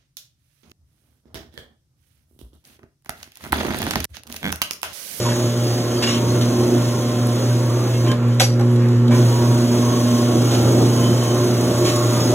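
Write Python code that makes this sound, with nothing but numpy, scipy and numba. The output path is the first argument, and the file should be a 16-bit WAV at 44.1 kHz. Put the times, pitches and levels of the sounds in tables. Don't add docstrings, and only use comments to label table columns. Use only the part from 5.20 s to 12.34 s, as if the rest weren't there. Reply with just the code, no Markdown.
import sys
import numpy as np
from scipy import signal
from scipy.fft import rfft, irfft, next_fast_len
from scipy.io import wavfile
from scipy.ndimage import uniform_filter1d, map_coordinates
from numba import njit

SR = 44100
rng = np.random.default_rng(int(sys.argv[2]) if len(sys.argv) > 2 else 0)


def log_audio(samples):
    frames = np.atleast_2d(samples).T
    limited = np.clip(frames, -1, 1)
    pcm = np.round(limited * 32767).astype(np.int16)
    wavfile.write(sys.argv[1], SR, pcm)


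def gain_from_db(level_db):
    decades = np.asarray(level_db, float) / 20
    return 10 ** decades


N = 314874
TIME = np.arange(N) / SR
HUM_HZ, TURN_SAMPLES = 120, 1514
LEAVES_S, TURNS_AT_S, MEETS_S = 2.955, 3.35, 3.895


def unit(x):
    return x / np.sqrt(np.mean(x ** 2))


def on_log(hz, points):
    points_hz, values = np.transpose(points)
    return np.interp(np.log(hz + 1), np.log(points_hz), values)


def colour(x, points):
    gain = gain_from_db(on_log(np.fft.rfftfreq(N, 1 / SR), points))
    return unit(irfft(rfft(x) * gain, N))


def curves(table):
    s, *columns = np.transpose(table)
    return [np.interp(TIME, s, c) for c in columns]


def walk(rate_hz):
    k = int(SR / rate_hz)
    held = np.repeat(rng.standard_normal(N // k + 1), k)
    return 1.5 * uniform_filter1d(uniform_filter1d(held, k), k)[:N]


def decay(t, t60_s):
    return np.exp(-np.log(1000) * t / t60_s)


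def span(start_s, length_s):
    return slice(int(start_s * SR), int((start_s + length_s) * SR))


@njit
def svf(x, hz, width):
    y, b, l = np.empty(len(x)), 0., 0.
    for i in range(len(x)):
        g, k = np.tan(np.pi * hz[i] / SR), width / hz[i]
        v = (b + g * (x[i] - l)) / (1 + g * (g + k))
        b, l, y[i] = 2 * v - b, l + 2 * g * v, k * v
    return y


def band(x, hz, width_hz):
    return svf(x, hz + 0 * x, float(width_hz))


def wheel_face(keep):
    turns = rng.standard_normal((N // TURN_SAMPLES + 1, TURN_SAMPLES))
    return unit(signal.lfilter([1], [1, -keep], turns, axis=0).ravel()[:N])


def wheel_grains():
    turn = np.cos(2 * np.pi * np.arange(N) / TURN_SAMPLES + 1.3 * walk(2.1))
    pull = np.cos(2 * np.pi * HUM_HZ * TIME)
    grains = unit(rng.standard_normal(N) * gain_from_db(1.55 * rng.exponential(size=N)))
    return grains * gain_from_db(1.2 * turn + 0.41 * pull + 0.55 * walk(13))


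# time in seconds, pitch in Hz.
GUARD_PITCH = [(0, 6800), (.2, 6550), (.5, 6380), (1.5, 6270), (2.4, 6420), (2.9, 6200), (3.9, 6470),
               (4.4, 6500), (5, 6200), (5.4, 6510), (5.9, 6360), (6.4, 6300), (6.7, 6830), (7.14, 6460)]


def guard_ring(grains):
    hz = curves(GUARD_PITCH)[0] + 45 * walk(35)
    flicker_db = 1.8 * walk(16)
    return gain_from_db(-12.0 + flicker_db) * unit(band(band(grains, hz, 460), hz, 460))


# pitch in Hz, width in Hz, level in dB.
CLAMP_MODES = [(3200, 330, -19), (5000, 92, -36), (7650, 180, -24.5), (10340, 150, -27)]


def clamp_rings(grains):
    out = 0
    for hz, width_hz, db in CLAMP_MODES:
        level = gain_from_db(db + 2.5 * walk(1.65))
        out = out + level * unit(band(grains, hz * (1 + 0.012 * walk(1.7)), width_hz))
    return out


# frequency in Hz, density in dB per Hz.
BED_COLOUR = [(30, -46), (60, -37), (90, -2), (170, -1), (270, -1.5), (340, 4.5), (450, -4), (700, -9),
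              (1300, -23), (4000, -74)]
# pitch in Hz, width in Hz, level in dB.
BED_RESONANCES = [(253.5, 22, -4.5), (338.5, 16, -13), (463, 24, -21), (176, 10, -41)]


def bed_rumble():
    bed = gain_from_db(1.74 * walk(16)) * colour(wheel_face(0.39), BED_COLOUR)
    return bed + sum(gain_from_db(db) * unit(band(bed, hz, width_hz)) for hz, width_hz, db in BED_RESONANCES)


# time in seconds, grit level in dB, depth of cut in dB.
CUTTING_PASSES = [
    [(0, -41.5, -1), (.13, -42, -6), (.35, -46.5, -6.5), (.85, -46, 1), (1.65, -46, -1.5), (1.95, -49, -4),
     (2.2, -46.5, -3), (2.8, -49.5, 0), (2.93, -51, 2.5)],
    [(3.92, -45, 2), (4.15, -45, 1.5), (4.75, -44, 3), (5.35, -43, 8), (5.7, -43, 4.5), (6.4, -43.5, 5),
     (6.7, -42.5, 6), (6.9, -41, 3), (7.14, -42, 5.5)],
]
# frequency in Hz, density in dB per Hz.
GRIT_COLOUR = [(500, -15), (1300, -9.5), (1800, -8.5), (2400, -11), (3300, -7), (5000, -5.5), (6800, -6.5),
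               (7400, -11), (9000, -10), (11000, -14), (15500, -17)]
# frequency in Hz, density in dB per Hz.
BODY_COLOUR = [(300, -15), (500, 3), (730, -0.5), (1000, -9.5), (1400, -5), (1900, -25), (4000, -41)]


def grinding():
    grit_db, depth_db = curves(np.vstack(CUTTING_PASSES))
    bed_db = -29.5 + depth_db + 1.35 * walk(30)
    body_db = -40 + 0.86 * depth_db + 2.3 * walk(25)
    touching = np.clip(np.maximum(LEAVES_S - TIME, TIME - MEETS_S) / 0.052, 0, 1)
    grains = wheel_grains()
    grit = colour(grains, GRIT_COLOUR) + guard_ring(grains) + clamp_rings(grains)
    body = colour(wheel_face(0.44), BODY_COLOUR)
    return touching * (gain_from_db(grit_db + 11) * grit + gain_from_db(bed_db) * bed_rumble() + gain_from_db(body_db) * body)


# start in seconds, length in seconds, pitch in Hz, level in dB.
BLADE_STRETCHES = [(.048, 0.026, 1050, -29), (.048, 0.032, 960, -30), (.118, 0.26, 1110, -58),
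                   (.616, 0.067, 1064, -37.5), (.83, 0.13, 1126, -37), (.957, 0.14, 928, -38),
                   (0, 0.93, 720, -44.5), (1.234, 0.92, 1055, -44), (1.8, 0.34, 728, -41),
                   (.15, 0.48, 815, -44), (2.5, 0.15, 1187, -40.5), (2.55, 0.34, 649, -42.5),
                   (2.764, 0.2, 1060, -42), (3.904, 0.086, 1000, -33), (4.06, 0.33, 938, -38.5),
                   (4.549, 0.294, 1100, -37.5), (4.8, 0.32, 1063, -41), (5.575, 0.7, 1069, -40),
                   (6.42, 0.5, 1100, -40), (4.1, 0.35, 1095, -41), (0, 2, 844, -51),
                   (6.65, 0.76, 1207, -40.5)]
# start in seconds, length in seconds, pitch in Hz,
# level in dB.
THIN_EDGE = [(.115, 0.014, 1660, -33), (0.41, 0.29, 4890, -42), (0.93, 0.014, 1430, -37),
             (0.902, 0.048, 5604, -35), (.86, .07, 6643, -40), (0.76, 0.12, 4800, -38),
             (.838, 0.018, 5000, -27), (1.1, 0.011, 4300, -34), (0.76, 0.019, 3100, -39),
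             (.865, .036, 2850, -31.5), (.925, 0.05, 3100, -35), (7, 0.081, 5100, -33),
             (.78, 0.055, 3150, -48), (1.11, 0.96, 3300, -52), (3.1, 0.098, 3120, -50),
             (2.3, 0.028, 1530, -39), (3.9, 0.044, 2300, -37), (5.67, .5, 3070, -45), (7, 0.03, 3500, -38),
             (6.79, 0.24, 4200, -50)]


def rings():
    out, face, waver = np.zeros(N), wheel_face(0.84), gain_from_db(0.84 * walk(40))
    for table, q, smear in ((BLADE_STRETCHES, 30, 1.1), (THIN_EDGE, 87, 2.5)):
        for start_s, length_s, hz, db in table:
            part = span(start_s, length_s)
            swell = np.hanning(len(face[part])) ** 0.067 * waver[part]
            width_hz = hz / q + smear / length_s
            out[part] += gain_from_db(db) * swell * unit(band(band(face[part], hz, width_hz), hz, width_hz))
    return out


# start in seconds, length in seconds, pitch in Hz, level in dB.
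PURE_TONES = [(.1, .35, 1104, -46), (.2, .3, 1077, -48), (.824, .03, 2810, -30), (.858, .075, 6643, -37),
              (.863, .042, 2810, -31), (.878, .03, 5604, -36), (.896, .05, 5604, -28),
              (.9, .3, 1104, -46), (.925, .065, 2810, -35), (1.2, .7, 1050, -47), (1.25, .65, 1077, -45),
              (1.3, .25, 790, -43), (1.85, .3, 727, -43), (2, .6, 963.6, -47), (2.38, .12, 910, -42),
              (2.49, .17, 910, -41), (2.5, .25, 824, -45), (2.58, .22, 646, -40), (2.7, .12, 2700, -45),
              (2.72, .13, 2150, -45), (2.78, .2, 1039, -39), (2.8, .03, 3080, -41),
              (2.87, .075, 3100, -37), (2.89, .05, 1600, -38), (3.203, .024, 750, -28),
              (3.208, .034, 526, -26), (3.232, .02, 780, -31), (3.395, .03, 800, -34),
              (3.92, .08, 3100, -43), (4.1, .3, 940, -42), (4.4, .55, 963.6, -41), (4.56, .26, 1104, -38),
              (4.8, .5, 1104, -43), (4.571, .3, 1050, -43), (4.6, .55, 1077, -41),
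              (4.97, .25, 963.6, -43), (5.2, .3, 818, -43), (5.6, .22, 1050, -44), (5.74, .25, 3063, -39),
              (5.95, .2, 3063, -45), (5.83, .3, 1104, -43), (5.93, .38, 1077, -43),
              (6.42, .64, 1104, -39), (6.55, .59, 1373, -46), (6.65, .49, 1227, -45),
              (6.66, .16, 1104, -43), (6.86, .17, 963.6, -38)]


def songs():
    out, waver, chatter, drift = np.zeros(N), walk(30), walk(150), walk(40)
    for start_s, length_s, hz, db in PURE_TONES:
        part = span(start_s, length_s)
        waver_db = 2.5 * waver[part] + min(hz / 800, 2.5) * chatter[part]
        swell = np.hanning(len(out[part])) ** 0.35 * gain_from_db(waver_db)
        tone = np.sin(2 * np.pi * hz * TIME[part] + 0.015 * np.sqrt(hz) * drift[part])
        out[part] += gain_from_db(db + 2.6) * swell * tone
    return out


# start in seconds, length in seconds, level in dB, centre in Hz.
BITES = [
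    (0.822, 0.023, -24, 3230),
    (0.865, 0.044, -25.5, 3300),
    (0.81, 0.087, -40, 1490),
    (0.906, 0.075, -35, 3600),
    (2.86, 0.028, -35, 2590),
    (5.309, 0.045, -30.5, 3700),
    (6.647, 0.053, -26, 4000),
]


def scrapes():
    out = 0
    slips = unit(rng.standard_normal(N) * gain_from_db(2.0 * rng.exponential(size=N) + 1.2 * walk(110)))
    for start_s, length_s, db, hz in BITES:
        tail = np.exp(-np.maximum(TIME - start_s - length_s, 0) / 0.0088)
        shape = np.clip((TIME - start_s) / 0.002, 0, 1) * tail
        lowpass = signal.butter(1, 1.8 * hz, fs=SR, output="sos")
        out = out + gain_from_db(db) * shape * unit(signal.sosfilt(lowpass, band(slips, hz, 1.1 * hz)))
    return out


# pitch in Hz, level in dB, t60 in seconds.
STOP_MODES = [(530, -9, 0.1), (726, -16, 0.15), (770, -21, 0.093), (2000, -8, 0.13), (2210, -1, 0.08),
              (2670, -7, 0.13), (3400, 1, 0.047), (3990, 2, 0.044), (4320, -33, 0.14), (4850, -16.5, 0.17),
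              (4963, -8, 0.31), (5270, -17, 0.2), (5780, -3, 0.24), (6540, -15, .12), (7200, -25, 0.092),
              (6950, -22, .05), (7770, -5, 0.1), (8190, -10, .12), (11300, -7, 0.13)]
# frequency in Hz, density in dB per Hz.
CRACK_COLOUR = [(450, 5), (700, -3), (1100, -11), (1700, -13.5), (2400, -20.5), (3300, -14), (6500, -14.5),
                (10000, -13.5), (15500, -16)]
# time in seconds, peak in dB, t60 in seconds, centre of colour in Hz, ring in dB.
BLOWS = [(.05, -31, 0.11, 1270, -34), (0.089, -21, 0.08, 2000, -28), (0.12, -20, 0.052, 1610, -34),
         (1.21, -22, 0.2, 3010, -26), (2.07, -22, 0.031, 11000, -38), (2.915, -16, 0.065, 2400, -33.5),
         (3.198, -9, 0.052, 3600, -5), (3.204, -6, 0.098, 2550, -6), (3.213, -17.5, 0.32, 4830, -5),
         (3.225, -34, 0.18, 5600, -14), (3.394, -20.5, 0.086, 1085, -16), (3.409, -19, 0.094, 795, -27),
         (3.658, -31, .05, 1900, -33), (3.559, -28, 0.084, 2840, -35), (3.685, -30, 0.066, 5000, -32),
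         (3.88, -24, 0.052, 3400, -32), (3.909, -22.5, 0.74, 1560, -18), (4.777, -34, 0.022, 6250, -42),
         (5.429, -25, 0.026, 10500, -40), (6.036, -21, 0.03, 10600, -42), (6.41, -22, 0.034, 10400, -48),
         (6.58, -24, .03, 10500, -53), (3.937, -36, .03, 10500, -40), (3.083, -34, .03, 10500, -40),
         (3.146, -35, .03, 10500, -46), (3.515, -34, .03, 10400, -39), (6.76, -17, 0.051, 6500, -42)]


def knocks():
    out = np.zeros(N)
    crack = colour(rng.standard_normal(N), [(300, -36)] + CRACK_COLOUR)
    rattle = 0.85 * walk(200)
    phases = 2 * np.pi * rng.random((len(BLOWS), len(STOP_MODES)))
    for (s, db, t60_s, hz, ring_db), phase in zip(BLOWS, phases):
        at = int(s * SR)
        t = TIME[:min(N - at, SR // 2)]
        part = slice(at, at + len(t))
        wide = band(crack[part], hz, 1.9 * hz)
        centre = unit(band(wide, hz, 0.9 * hz))
        noise = unit(wide) * decay(t, 0.55 * t60_s) + 0.76 * centre * decay(t, t60_s)
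        ring = sum(gain_from_db(mode_db) * np.sin(2 * np.pi * mode_hz * t + p) * decay(t, mode_t60_s)
                   for (mode_hz, mode_db, mode_t60_s), p in zip(STOP_MODES, phase))
        blow = gain_from_db(-8.5) * noise + gain_from_db(ring_db - 8) * ring * (1 + rattle[part])
        out[part] += gain_from_db(db) * np.minimum(t / 0.00081, 1) * blow
    return out


# pitch in Hz, level in dB, t60 in seconds.
STOP_LINGER = [(4340, -36, .25), (4520, -31, .3), (4680, -36, .3), (4860, -30, .3), (6024, -31, .26),
               (6508, -30, .13)]


def stop_ring():
    t = np.maximum(TIME - 3.205, 0)
    ring = sum(gain_from_db(db + 1.7 * walk(49)) * np.sin(2 * np.pi * hz * t) * decay(t, t60_s)
               for hz, db, t60_s in STOP_LINGER)
    return np.minimum(t / 0.014, 1) * ring


# time in seconds, levels in dB of hum multiples 1, 2, 3, 5.
HUM_LEVELS = [
    [(0.0, -30.5, -46, -28, -29), (0.05, -21.5, -29.5, -32.5, -33), (0.684, -24.5, -32.5, -34, -37),
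     (0.968, -28.5, -27, -32, -38), (1.052, -21.5, -35, -32, -36), (1.236, -21.5, -23.5, -33, -36.5),
     (1.5, -25.5, -25.5, -27, -39)],
    [(1.55, -21, -24.5, -24, -39), (1.768, -24, -26.5, -48, -36), (1.868, -23.5, -24, -32.5, -35),
     (2.574, -19, -30.5, -37, -37), (2.652, -20, -40, -34, -52), (2.902, -17, -26.5, -28.5, -34),
     (2.95, -22.5, -24, -46, -32)],
    [(2.98, -23, -27, -40, -41), (3.078, -16.5, -24.5, -35.5, -44), (3.228, -20, -32, -41.5, -41.5),
     (3.454, -16.5, -23, -25.5, -41.5), (3.878, -16, -23.5, -31, -51), (3.9, -16, -19, -32.5, -32),
     (4.1, -16, -27.5, -30, -43)],
    [(4.15, -17, -31, -41, -46), (4.222, -19, -24, -26, -33), (4.314, -16, -28, -42, -38),
     (4.334, -19.5, -22.5, -31, -35.5), (4.972, -21.5, -18.5, -31, -31.5), (5.16, -18.5, -21.5, -32, -34),
     (5.264, -19, -28, -40, -38), (5.6, -18, -27.5, -27, -33.5)],
    [(5.65, -18, -26.5, -29, -38), (5.898, -19.5, -27.5, -32.5, -35), (6.504, -24, -27.5, -25, -34),
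     (6.646, -22, -43, -26.5, -30), (7.056, -21, -33, -35, -31.5), (7.102, -17, -27, -23.5, -36),
     (7.14, -20, -36, -34, -18)],
]
# time in seconds, length in seconds, hum change in dB.
JAMS = [(0.007, 0.036, -1), (0.435, 0.018, -1), (0.945, 0.043, 1), (1.482, 0.027, -3), (1.743, 0.044, -1),
        (1.267, 0.0084, 0.5), (2.19, 0.015, -1), (4.137, 0.035, -2.5), (4.644, 0.026, 0),
        (4.972, 0.039, -2.5), (5.85, 0.036, 0), (6.946, 0.016, -1), (6.545, 0.029, -2)]
WOBBLE_SHARE = {1: 1, 2: 1.4, 3: 2.6, 5: .6}


def hum():
    out, place_s = 0, abs(TIME - TURNS_AT_S)
    load_db = sum(db * np.exp(-((TIME - s) / length_s) ** 2) for s, length_s, db in JAMS)
    wobble_db = np.interp(place_s, [0.45, 0.55], [0.3, 1.3])
    heard_s = TIME + place_s * 0.2 / 343
    for k, db in zip((1, 2, 3, 5), curves(np.vstack(HUM_LEVELS))):
        level = gain_from_db(db + load_db + 1.52 + wobble_db * WOBBLE_SHARE[k] * walk(24))
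        jitter = 0.42 * np.sqrt(k) * walk(2.46) + 0.18 * k * walk(18)
        out = out + level * np.sin(2 * np.pi * k * HUM_HZ * heard_s + jitter + k)
    return np.sqrt(2) * out


# pitch in Hz, level in dB.
STEADY_LINES = [(58.5, -49.5), (88, -56), (480, -39.5), (525.9, -38), (720, -48.5), (818, -63), (963.5, -59),
                (1105, -53.5), (1374, -54)]


def steady_lines():
    return np.sqrt(2) * sum(gain_from_db(db + walk(4.26)) * np.sin(2 * np.pi * hz * TIME + 0.64 * walk(2.82))
                            for hz, db in STEADY_LINES)


# frequency in Hz, density in dB per Hz.
SHOP_COLOUR = [(40, -13), (70, -39), (100, 5), (170, 3), (300, 4.5), (450, 2), (700, -12), (1100, -10.5),
               (1700, -18.5), (2400, -23.5), (3300, -23.5), (6500, -28), (10000, -34.5), (15500, -36)]


def shop():
    spray = colour(rng.standard_normal(N) * gain_from_db(0.95 * rng.exponential(size=N)), SHOP_COLOUR)
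    gusts = sum(gain_from_db(-6.0 + 3.9 * walk(25)) * band(spray, hz, 0.5 * hz)
                for hz in (1200, 2070, 3200, 5000, 7000, 10200))
    return gain_from_db(-31) * (spray + gusts)


# frequency in Hz, level in dB.
SHED_ECHO = [(60, -27), (130, -32), (400, -9), (650, -5), (900, -2), (1400, -5), (2500, 0), (3400, -4),
             (4700, -10), (6000, -8.5), (15000, -6)]


def shed(sound, wet, size):
    t = TIME[:SR // 2]
    tails = rfft(rng.standard_normal((2, SR // 2)) * decay(t, 0.21), size)
    evened = irfft(tails / abs(tails) ** 0.62, size)[:, :SR // 2]
    response = evened * decay(t, 0.6) * np.minimum(t / 0.015, 1) ** 2
    response = response / np.sqrt(np.sum(response ** 2, axis=1, keepdims=True))
    echo = irfft(sound * wet * rfft(response, size), size)
    paths = np.arange(N) + 14 * np.array([walk(1.2), walk(1.2)])
    return np.array([map_coordinates(e, [p], order=3, mode="nearest") for e, p in zip(echo, paths)])


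# frequency in Hz, phase in radians.
PORT_LEAD = [(0, 0), (130, .045), (300, .15), (1300, .3), (2600, -.6), (4700, -3.14), (6850, -6.28),
             (8950, -9.42), (11000, -12.57), (13100, -15.7), (15200, -18.85), (22050, -29)]
# frequency in Hz, level in dB.
PORT_BALANCE = [(60, -1.3), (130, -0.6), (300, -2), (600, 0.5), (2000, -3.5), (4000, 0.15)]
# frequency in Hz, level in dB.
MIC_RESPONSE = [(20, -33), (45, 1), (80, 0), (15500, 2), (16250, -10), (16500, -64)]


def scene():
    size = next_fast_len(N + SR)
    hz = np.fft.rfftfreq(size, 1 / SR)
    sound = rfft(grinding() + rings() + scrapes() + knocks() + shop(), size)
    wet = gain_from_db(on_log(hz, SHED_ECHO))
    sound = sound * gain_from_db(on_log(hz, MIC_RESPONSE)) / np.sqrt(1 + wet ** 2)
    near = rfft(songs() + hum() + steady_lines(), size)
    lead = np.exp(0.5j * np.interp(hz, *np.transpose(PORT_LEAD)))
    pan = gain_from_db(on_log(hz, PORT_BALANCE) / 2)
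    direct = irfft((sound + near) * np.array([pan / lead, lead / pan]), size)[:, :N]
    return direct + stop_ring() + shed(sound, wet, size)


BAND_EDGES = np.r_[196:769:16]


def thin_stereo(x):
    frames = signal.stft(np.array([x[0] + x[1], x[0] - x[1]]) / 2, nperseg=2048)[2]
    treble = np.mean(abs(frames[:, BAND_EDGES[0]:]) ** 2, axis=(0, 1))
    sudden = treble > gain_from_db(16) * np.roll(treble, 1)
    for lo, hi in zip(BAND_EDGES, BAND_EDGES[1:]):
        rms = np.sqrt(np.mean(abs(frames[:, lo:hi]) ** 2, axis=1))
        floor_db = -3.0 - 6.0 * BAND_EDGES[0] / lo
        keep = sudden | (rms > gain_from_db(floor_db) * rms[::-1])
        frames[:, lo:hi] *= keep[:, None]
    frames[:, 735:] *= sudden
    after = np.convolve(sudden, np.r_[0, np.ones(6)])[:len(sudden)] > 0
    frames[:, 680:, after] = 0
    mid, side = signal.istft(frames, nperseg=2048)[1][:, :N]
    return np.array([mid + side, mid - side])


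def low_pass(x):
    return signal.sosfilt(signal.butter(12, 16290, fs=SR, output="sos"), x)


def record(dry):
    rounded = np.tanh(0.61 * dry) / 0.59
    mix = thin_stereo(rounded)
    return low_pass(mix)


dry = scene()
out = record(dry)
log_audio(out)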